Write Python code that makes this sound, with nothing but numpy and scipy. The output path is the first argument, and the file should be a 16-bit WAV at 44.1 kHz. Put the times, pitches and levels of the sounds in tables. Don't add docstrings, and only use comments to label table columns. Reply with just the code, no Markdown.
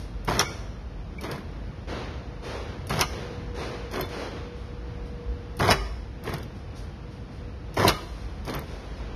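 import sys
import numpy as np
from scipy import signal
from scipy.fft import rfft, irfft
from scipy.io import wavfile
from scipy.ndimage import uniform_filter1d

SR = 44100
rng = np.random.default_rng(int(sys.argv[2]) if len(sys.argv) > 2 else 0)


def unload_audio(sound):
    columns = np.transpose(np.atleast_2d(sound))
    steps = np.round(np.clip(columns, -1, 1) * 32767)
    wavfile.write(sys.argv[1], SR, steps.astype(np.int16))


def makeup_ratio(level_db):
    decades = np.asarray(level_db, float) / 20
    return 10 ** decades


N = 403515


def colour(x, points, tilt_db=0.):
    hz, db = np.transpose(points)
    octave = np.log2(np.maximum(np.arange(len(x) // 2 + 1) * SR / len(x), 1))
    gain_db = np.interp(octave, np.log2(hz), db) + tilt_db * octave
    y = irfft(rfft(x) * makeup_ratio(gain_db), len(x))
    return y / np.sqrt(np.mean(y ** 2))


def band(x, lo_hz, hi_hz):
    y = signal.sosfilt(signal.butter(2, [lo_hz, hi_hz], "bandpass", fs=SR, output="sos"), x)
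    return y / np.sqrt(np.mean(y ** 2))


def walk(rate_hz):
    hold = int(SR / rate_hz)
    levels = np.repeat(rng.standard_normal(N // hold + 1), hold)
    return 1.19 * uniform_filter1d(levels, hold)[:N]


def ring(push, modes, shorten):
    t = np.arange(SR // 2) / SR
    answer = np.zeros(len(t))
    for hz, db, t60_s in modes:
        answer += makeup_ratio(db - 60 * t / (shorten * t60_s)) * np.sin(2 * np.pi * hz * t)
    return signal.fftconvolve(push, answer)[:N] * walk(90)


def strokes(rows, rise_s, sag_at, settle_s, settle_db, follow=1., offset_db=0.):
    gain, t = np.zeros(N), np.arange(N) / SR
    for grip_s, travel_s, db, sag_db, stop_db in rows:
        times = grip_s + np.array([-rise_s, 0, sag_at * travel_s, travel_s, travel_s + settle_s])
        shape_db = np.interp(t, times, [-24, 0, sag_db, stop_db, stop_db + settle_db])
        fade = np.clip(np.minimum(t - times[0], times[-1] - t) / .004, 0, 1)
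        gain += fade * makeup_ratio(db + offset_db + follow * shape_db)
    return gain


# freq_hz, level_db, t60_s
CORE = [(968, 0.5, 0.033), (712, -0.5, 0.035), (389, -2, 0.054), (1505, -17, .025), (2150, -8, 0.0218),
        (3400, -22, 0.012), (5110, -8.5, .02)]
# freq_hz, density_db_per_hz
EDGE = [(1180, -67), (2000, -10.5), (2170, -10), (2390, -7.5), (3360, -6.5), (3790, -8.5), (5160, -10),
        (6520, -15), (7600, -36), (8520, -24), (10500, -20), (12900, -22), (13800, -64)]


def slide(stroke, scrape, buzz, grit_db, core_db, edge_db, shudder_db, follow):
    mains_hz = 50
    phase = (2 * mains_hz * (np.arange(N) / SR + .0015)) % 1
    jolt = 1 - buzz + 2.5 * buzz * np.exp(-phase / 0.11)
    grit = np.tanh(np.array([walk(200), walk(400)]))
    slips = rng.standard_normal((2, N)) * makeup_ratio(grit_db * grit)

    hum = buzz * np.sin(2 * np.pi * phase)
    shudder = hum + (.7 - 0.14 * buzz) * band(rng.standard_normal(N), 74, 191)
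    core = band(ring(slips[1] * jolt ** 2, CORE, 1), 300, 6500)
    body = colour(slips[0] * np.sqrt(jolt), scrape) + makeup_ratio(core_db) * core

    cycles = np.repeat(rng.standard_normal(N // 441 + 2), 441)[66:N + 66]
    bite = 1 - buzz + 2.0 * buzz * makeup_ratio(3.6 * cycles) * np.exp(-phase / .1)
    edge = colour(slips[1] * bite, EDGE)
    out = 0.84 * body * strokes(*stroke)
    out += 0.78 * edge * strokes(*stroke, follow, edge_db)
    return out + shudder * strokes(*stroke, follow, shudder_db)


# grip_s, travel_s, level_db, sag_db, stop_db
PULL = [
    (.282, 0.1, -23.5, -5, -4),
    (2.904, 0.089, -25, -6, 1),
    (5.602, .098, -22.5, -1.5, 3),
    (7.775, .097, -22.5, 0.5, 2.5),
]
# freq_hz, density_db_per_hz
SCRAPE = [(120, -10), (200, -2), (285, -6.5), (362, 0), (531, -4.5), (689, -5), (992, -2.5), (1380, -7),
          (2190, -10.5), (2400, -19), (3120, -29), (5280, -120)]


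def haul_in():
    stroke = dict(rise_s=0.011, sag_at=0.7, settle_s=0.026, settle_db=-.1)
    return slide((PULL, *stroke.values()), SCRAPE, buzz=0.43, grit_db=2.8, core_db=-3.3,
                 edge_db=-10.0, shudder_db=-0.67, follow=0.42)


# start_s, crack_db, crack_hz, weight_db
SLAMS = [(.3935, -1.5, 5780, -7), (.3985, -18, 4530, 0), (.4096, -12, 5220, -1), (2.9920, -15.5, 5500, -10),
         (3.0030, -18, 5500, -2), (3.0105, -3, 5670, -7.5), (3.0174, -23, 4930, 3),
         (5.6805, -14.5, 4680, -10), (5.7036, -9, 5400, 0), (5.7095, -2, 5560, -7),
         (5.7150, -9.5, 3030, 1.5), (5.7205, -10, 4930, -6), (5.7285, -22, 5400, -5),
         (7.872, -17, 4500, 4.5), (7.8795, -4, 4260, -15.5), (7.8842, -8, 4900, -3),
         (7.8906, -9.5, 5200, -9), (7.8973, -12.5, 4900, -5), (7.9061, -29, 5030, -4)]


def slams():
    return knocks(SLAMS, crack_s=0.0017, body_s=0.014, tail_s=0.013, tail_db=-9, tilt_db=0.2,
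                  ring_db=-43, sizzle_db=-19, dulling=0.98)


# grip_s, travel_s, level_db, sag_db, stop_db
RELEASE = [
    (1.245, .082, -31.5, -4, 0.5),
    (3.95, 0.06, -29, -2, -2),
    (6.276, .062, -28.5, -6, -2),
    (8.488, 0.063, -30.5, -5.5, 2.5),
]
# freq_hz, density_db_per_hz
SLIP = [(120, -42), (200, -6.5), (351, -1), (687, -8), (747, -13), (1040, -9), (1810, -14.5), (2250, -15.5),
        (2750, -23.5), (3500, -24.5), (4550, -52), (7700, -120)]


def let_go():
    stroke = dict(rise_s=0.05, sag_at=0.72, settle_s=.1, settle_db=-19)
    return slide((RELEASE, *stroke.values()), SLIP, buzz=.02, grit_db=3.0, core_db=-7.0,
                 edge_db=-14.5, shudder_db=-5, follow=0.84)


# start_s, crack_db, weight_db
TICKS = [(1.1817, -49, -11), (1.2115, -38, -16), (1.2375, -30, 4), (1.2634, -44, -6), (1.3135, -28.5, -10),
         (1.3594, -43, -13), (1.3794, -41, -6), (2.8953, -22, -11), (3.9124, -44, -8), (3.936, -29, 5),
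         (3.9588, -28, 4), (3.9933, -32, -1), (4.0094, -25.5, -6), (4.0554, -38, -8), (4.09, -36, 7),
         (5.5924, -32.5, -17), (6.2644, -37, -6), (6.2934, -39, -15.5), (6.339, -28, -14),
         (6.3827, -39, -16), (6.4293, -36.5, -6), (8.478, -30.5, -7), (8.497, -27, 2), (8.5385, -26.5, -2),
         (8.5504, -45, -19), (8.5924, -38.5, -23)]


def ticks():
    tick_hz = 4760
    events = [(s, db, tick_hz, weight_db) for s, db, weight_db in TICKS]
    return knocks(events, crack_s=0.0015, body_s=0.0047, tail_s=0.012, tail_db=-3, tilt_db=1.3,
                  ring_db=-37, sizzle_db=-14.0, dulling=1.19)


# start_s, crack_db, weight_db
RELAY = [
    (0.248, -44, -16),
    (1.2101, -38, -10),
    (2.8694, -41, -16),
    (3.913, -37, -4),
    (5.569, -44, -16),
    (6.2382, -42.5, -15.5),
    (7.742, -38, -9),
    (8.451, -39, -6),
]


def relay():
    relay_hz = 5500
    events = [(s, db, relay_hz, weight_db) for s, db, weight_db in RELAY]
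    return knocks(events, crack_s=0.0032, body_s=0.0036, tail_s=0.027, tail_db=-1, tilt_db=4.9,
                  ring_db=-49.0, sizzle_db=-17, dulling=1.73)


# freq_hz, level_db, t60_s
FRAME = [(391, -9, 0.068), (708, -16, 0.72), (957, -12, 0.086), (1224, -3.5, 0.35), (1353, -9.5, 0.42),
         (1656, -21, 0.12), (1814, -29, 0.31), (2164, -9.5, 0.97), (2950, -14, 0.68), (3150, -27, 0.27),
         (3520, -13.5, 1.5), (3880, -8, 0.27), (4230, -1.5, 0.26), (5230, -19, 0.39)]


def knocks(events, crack_s, body_s, tail_s, tail_db, tilt_db, ring_db, sizzle_db, dulling):
    out, t = np.zeros(N + SR), np.arange(SR // 8) / SR
    grain = rng.standard_normal((len(events), 4, len(t)))
    for (s, db, hz, weight_db), noise in zip(events, grain):
        crack = band(noise[0], 0.884 * hz, 1.037 * hz) + 0.32 * band(noise[0], 2100, 7000)
        crack *= 1.46 * np.exp(-t / crack_s)
        thud = makeup_ratio(weight_db + 3.0) * band(noise[1], 260, 1720)
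        thud *= np.exp(-t / body_s) * (1 - np.exp(-t / 0.0056))
        sizzle = makeup_ratio(sizzle_db - dulling * weight_db) * band(noise[2], 8500, 13500)
        sizzle *= np.exp(-t / (1.03 * crack_s))
        tail = makeup_ratio(tail_db) * colour(noise[3], EDGE, tilt_db) * np.exp(-t / tail_s)
        at = int(s * SR)
        out[at:at + len(t)] += makeup_ratio(db - 8.0) * (crack + thud + sizzle + tail)
    return out[:N] + makeup_ratio(ring_db) * ring(out[:N], FRAME, .3)


def jerks(rows, late_s, jerk_db):
    jerk_hz, rise_s, t60_s = 141, .008, .16
    return [(s + travel_s + late_s, db + jerk_db, jerk_hz, rise_s, t60_s) for s, travel_s, db, *_ in rows]


# start_s, level_db, freq_hz, rise_s, t60_s
PINGS = [(1.3134, -41, 13000, .001, .03), (4.010, -21, 12700, .0004, 0.025), (4.012, -58, 12900, .004, 0.1),
         (6.4293, -48, 13000, .001, .04), (7.884, -35, 13300, .002, .06),
         (8.550, -26.5, 12800, .0004, 0.019), (0.45, -34, 1400, .02, 0.26), (5.808, -35, 1222, .004, 0.2),
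         (7.935, -26, 1240, 0.018, 0.21), (5.72, -25, 388, 0.0075, 0.36), (1.185, -32, 2300, 0.002, 0.052),
         (3.03, -35, 2912, .004, 0.13), (8.97, -47, 5050, 0.0088, 0.14), (.445, -33.5, 2260, .01, 0.29),
         (7.783, -35, 5150, .01, 0.35), (8.407, -17, 58, .01, 0.17), (5.1, -32, 59, 0.016, 0.12),
         (1.7, -36, 102, .01, .15)]


def pings():
    out, t = np.zeros(N + SR), np.arange(SR // 2) / SR
    for s, db, hz, rise_s, t60_s in PINGS + jerks(PULL, 0.0295, -1.5) + jerks(RELEASE, -0.0047, 5.7):
        at = int(s * SR)
        swell = 1 - np.exp(-t / rise_s)
        out[at:at + len(t)] += makeup_ratio(db - 60 * t / t60_s) * swell * np.sin(2 * np.pi * hz * t)
    return out[:N] * makeup_ratio(2 * walk(120))


def room_echo(rig):
    t60_s, level_db = 0.78, -17.5
    t = np.arange(SR) / SR
    echo = band(rng.standard_normal(SR), 130, 9600) * makeup_ratio(-60 * t / t60_s) * (1 - np.exp(-t / 0.0026))
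    return makeup_ratio(level_db) * signal.fftconvolve(rig, echo / np.sqrt(np.sum(echo ** 2)))[:N]


# start_s, level_db, rise_s, t60_s, bright_share
BLASTS = [(-.03, -50.5, 0.022, 0.61, 1), (1.869, -32, 0.045, 1.1, 0.11), (2.42, -32.5, 0.051, 1.2, 0.2),
          (3.08, -32.5, 0.098, 1.1, 0.16), (3.54, -31, 0.065, 1.26, 0.21),
          (4.091, -32.5, 0.054, 1.33, 0.21), (4.55, -56.5, 0.028, 0.86, .6), (5.05, -57.5, 0.015, 0.27, 1),
          (6.54, -59, 0.018, 0.45, 1), (6.75, -48, 0.025, 0.46, 0.96), (7.1, -56, .04, 0.47, 1),
          (7.3, -59, 0.043, 0.72, 1), (8.05, -44, 0.11, 1.9, 0.48), (.47, -36.5, 0.038, 0.62, .3),
          (8.62, -46.5, .05, 10, 0.32), (8.96, -56, 0.04, 0.21, 0.7)]
# freq_hz, density_db_per_hz
BLAST = [(88, -42), (150, -13), (467, -5), (695, -12), (1020, -14), (4120, -24), (6250, -33.5), (7270, -43),
         (7700, -59), (8460, -55), (10000, -75), (12400, -95), (13800, -76)]
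# freq_hz, density_db_per_hz
PUFF = [(1180, -32.5), (2000, -6.5), (5460, 0.5), (6840, -11.5), (7670, -38), (8110, -15), (8940, -12),
        (11300, -15), (13800, -35)]


def blasts():
    out, t = np.zeros(N), np.arange(N) / SR
    dull = colour(rng.standard_normal(N), BLAST)
    bright = colour(rng.standard_normal(N), PUFF, 1.5)
    for s, db, rise_s, t60_s, bright_share in BLASTS:
        age_s = np.maximum(t - s, 0)
        share = bright_share * np.exp(-age_s / 0.31)
        gain = makeup_ratio(db - 60 * age_s / t60_s) * (1 - np.exp(-age_s / rise_s))
        out += gain * ((1 - share) * dull + share * bright)
    return 1.6 * out * makeup_ratio(.6 * walk(25))


# freq_hz, density_db_per_hz
HALL = [(12, -56.5), (20, -41.5), (31, -13), (49, 1.5), (335, -18), (364, -19), (406, -23), (478, -18),
        (519, -22.5), (2910, -37.5), (5460, -43.5), (6980, -56.5), (7790, -69.5), (9440, -57), (13800, -71)]
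# time_s, fans_db, whine_db
BEARING = [(0., -3, -57), (1.7, -1, -49), (2.2, -1, -45.5), (3.4, -.5, -37.5), (4.4, -1.5, -40),
           (5.4, -2.5, -39.5), (6.3, -1, -52), (7.6, -2.5, -46.5), (9.15, -3, -52)]
# time_s, level_db
LOAD = [(0., -40), (.15, -19.5), (.66, -38), (1., -27.5), (1.45, -43), (1.75, -36), (2.3, -47),
        (3.75, -29.5), (4.2, -51), (4.6, -41), (5.33, -20), (5.6, -32), (5.92, -17.5), (6.3, -41),
        (6.75, -44), (7.6, -35), (7.95, -27.5), (9.15, -31)]


def hall():
    hall_db, whine_hz = -35, 481
    t = np.arange(N) / SR
    time_s, fans_db, whine_db = np.transpose(BEARING)
    wash_db = hall_db + np.interp(t, time_s, fans_db) + 0.84 * walk(6)
    wash = colour(rng.standard_normal(N), HALL) * makeup_ratio(wash_db)
    load_db = np.interp(t, *np.transpose(LOAD)) - 11.0
    rumble = band(rng.standard_normal(N), 43.5, 59.7) * makeup_ratio(load_db)
    whine = np.sin(2 * np.pi * np.cumsum(whine_hz + 1.75 * walk(8)) / SR)
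    whine *= makeup_ratio(np.interp(t, time_s, whine_db) - 6.5 + 2.5 * walk(10))
    return wash + rumble + whine


def scene():
    rig = haul_in() + slams() + let_go() + ticks() + relay()
    return (rig + pings() + room_echo(rig) + blasts() + hall())[None]


# freq_hz, dip_db
THRIFT = [(1000, -4.5), (2400, -2.8), (3100, -1.7), (4600, -1.6), (5200, -3), (6500, -3.5)]


def starve(x):
    padded = np.pad(x, (0, -len(x) % 2048 + 1536))
    f, _, z = signal.stft(padded, SR, nperseg=1024)
    power = (np.abs(z[:-1]) ** 2).reshape(128, 4, -1, 4).mean(axis=(1, 3))
    db = 10 * np.log10(power + 1e-20)
    dip_db = np.interp(f[:-1:4], *np.transpose(THRIFT), left=-99, right=-99)[:, None]
    around_db = uniform_filter1d(db, size=7, axis=0)
    keep = np.where(db - around_db < dip_db + .35, .02, 1.)
    gain = np.vstack([np.kron(keep, np.ones((4, 4))), np.ones(z.shape[1])])
    return signal.istft(z * gain, SR, nperseg=1024)[1][:N]


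def top_cut(x):
    return signal.sosfilt(signal.butter(12, 13990, fs=SR, output="sos"), x)


def record(dry):
    low = signal.butter(3, 38, "highpass", fs=SR, output="sos")
    gap = signal.ellip(4, .5, 35, [7120, 8300], "bandstop", fs=SR, output="sos")
    top = signal.ellip(5, .5, 42, 13650, fs=SR, output="sos")
    soft = np.tanh(.7 * dry[0]) / .7
    heard = starve(signal.sosfilt(np.vstack([low, gap, top]), soft))
    return top_cut(heard[None])


dry = scene()
out = record(dry)
unload_audio(out)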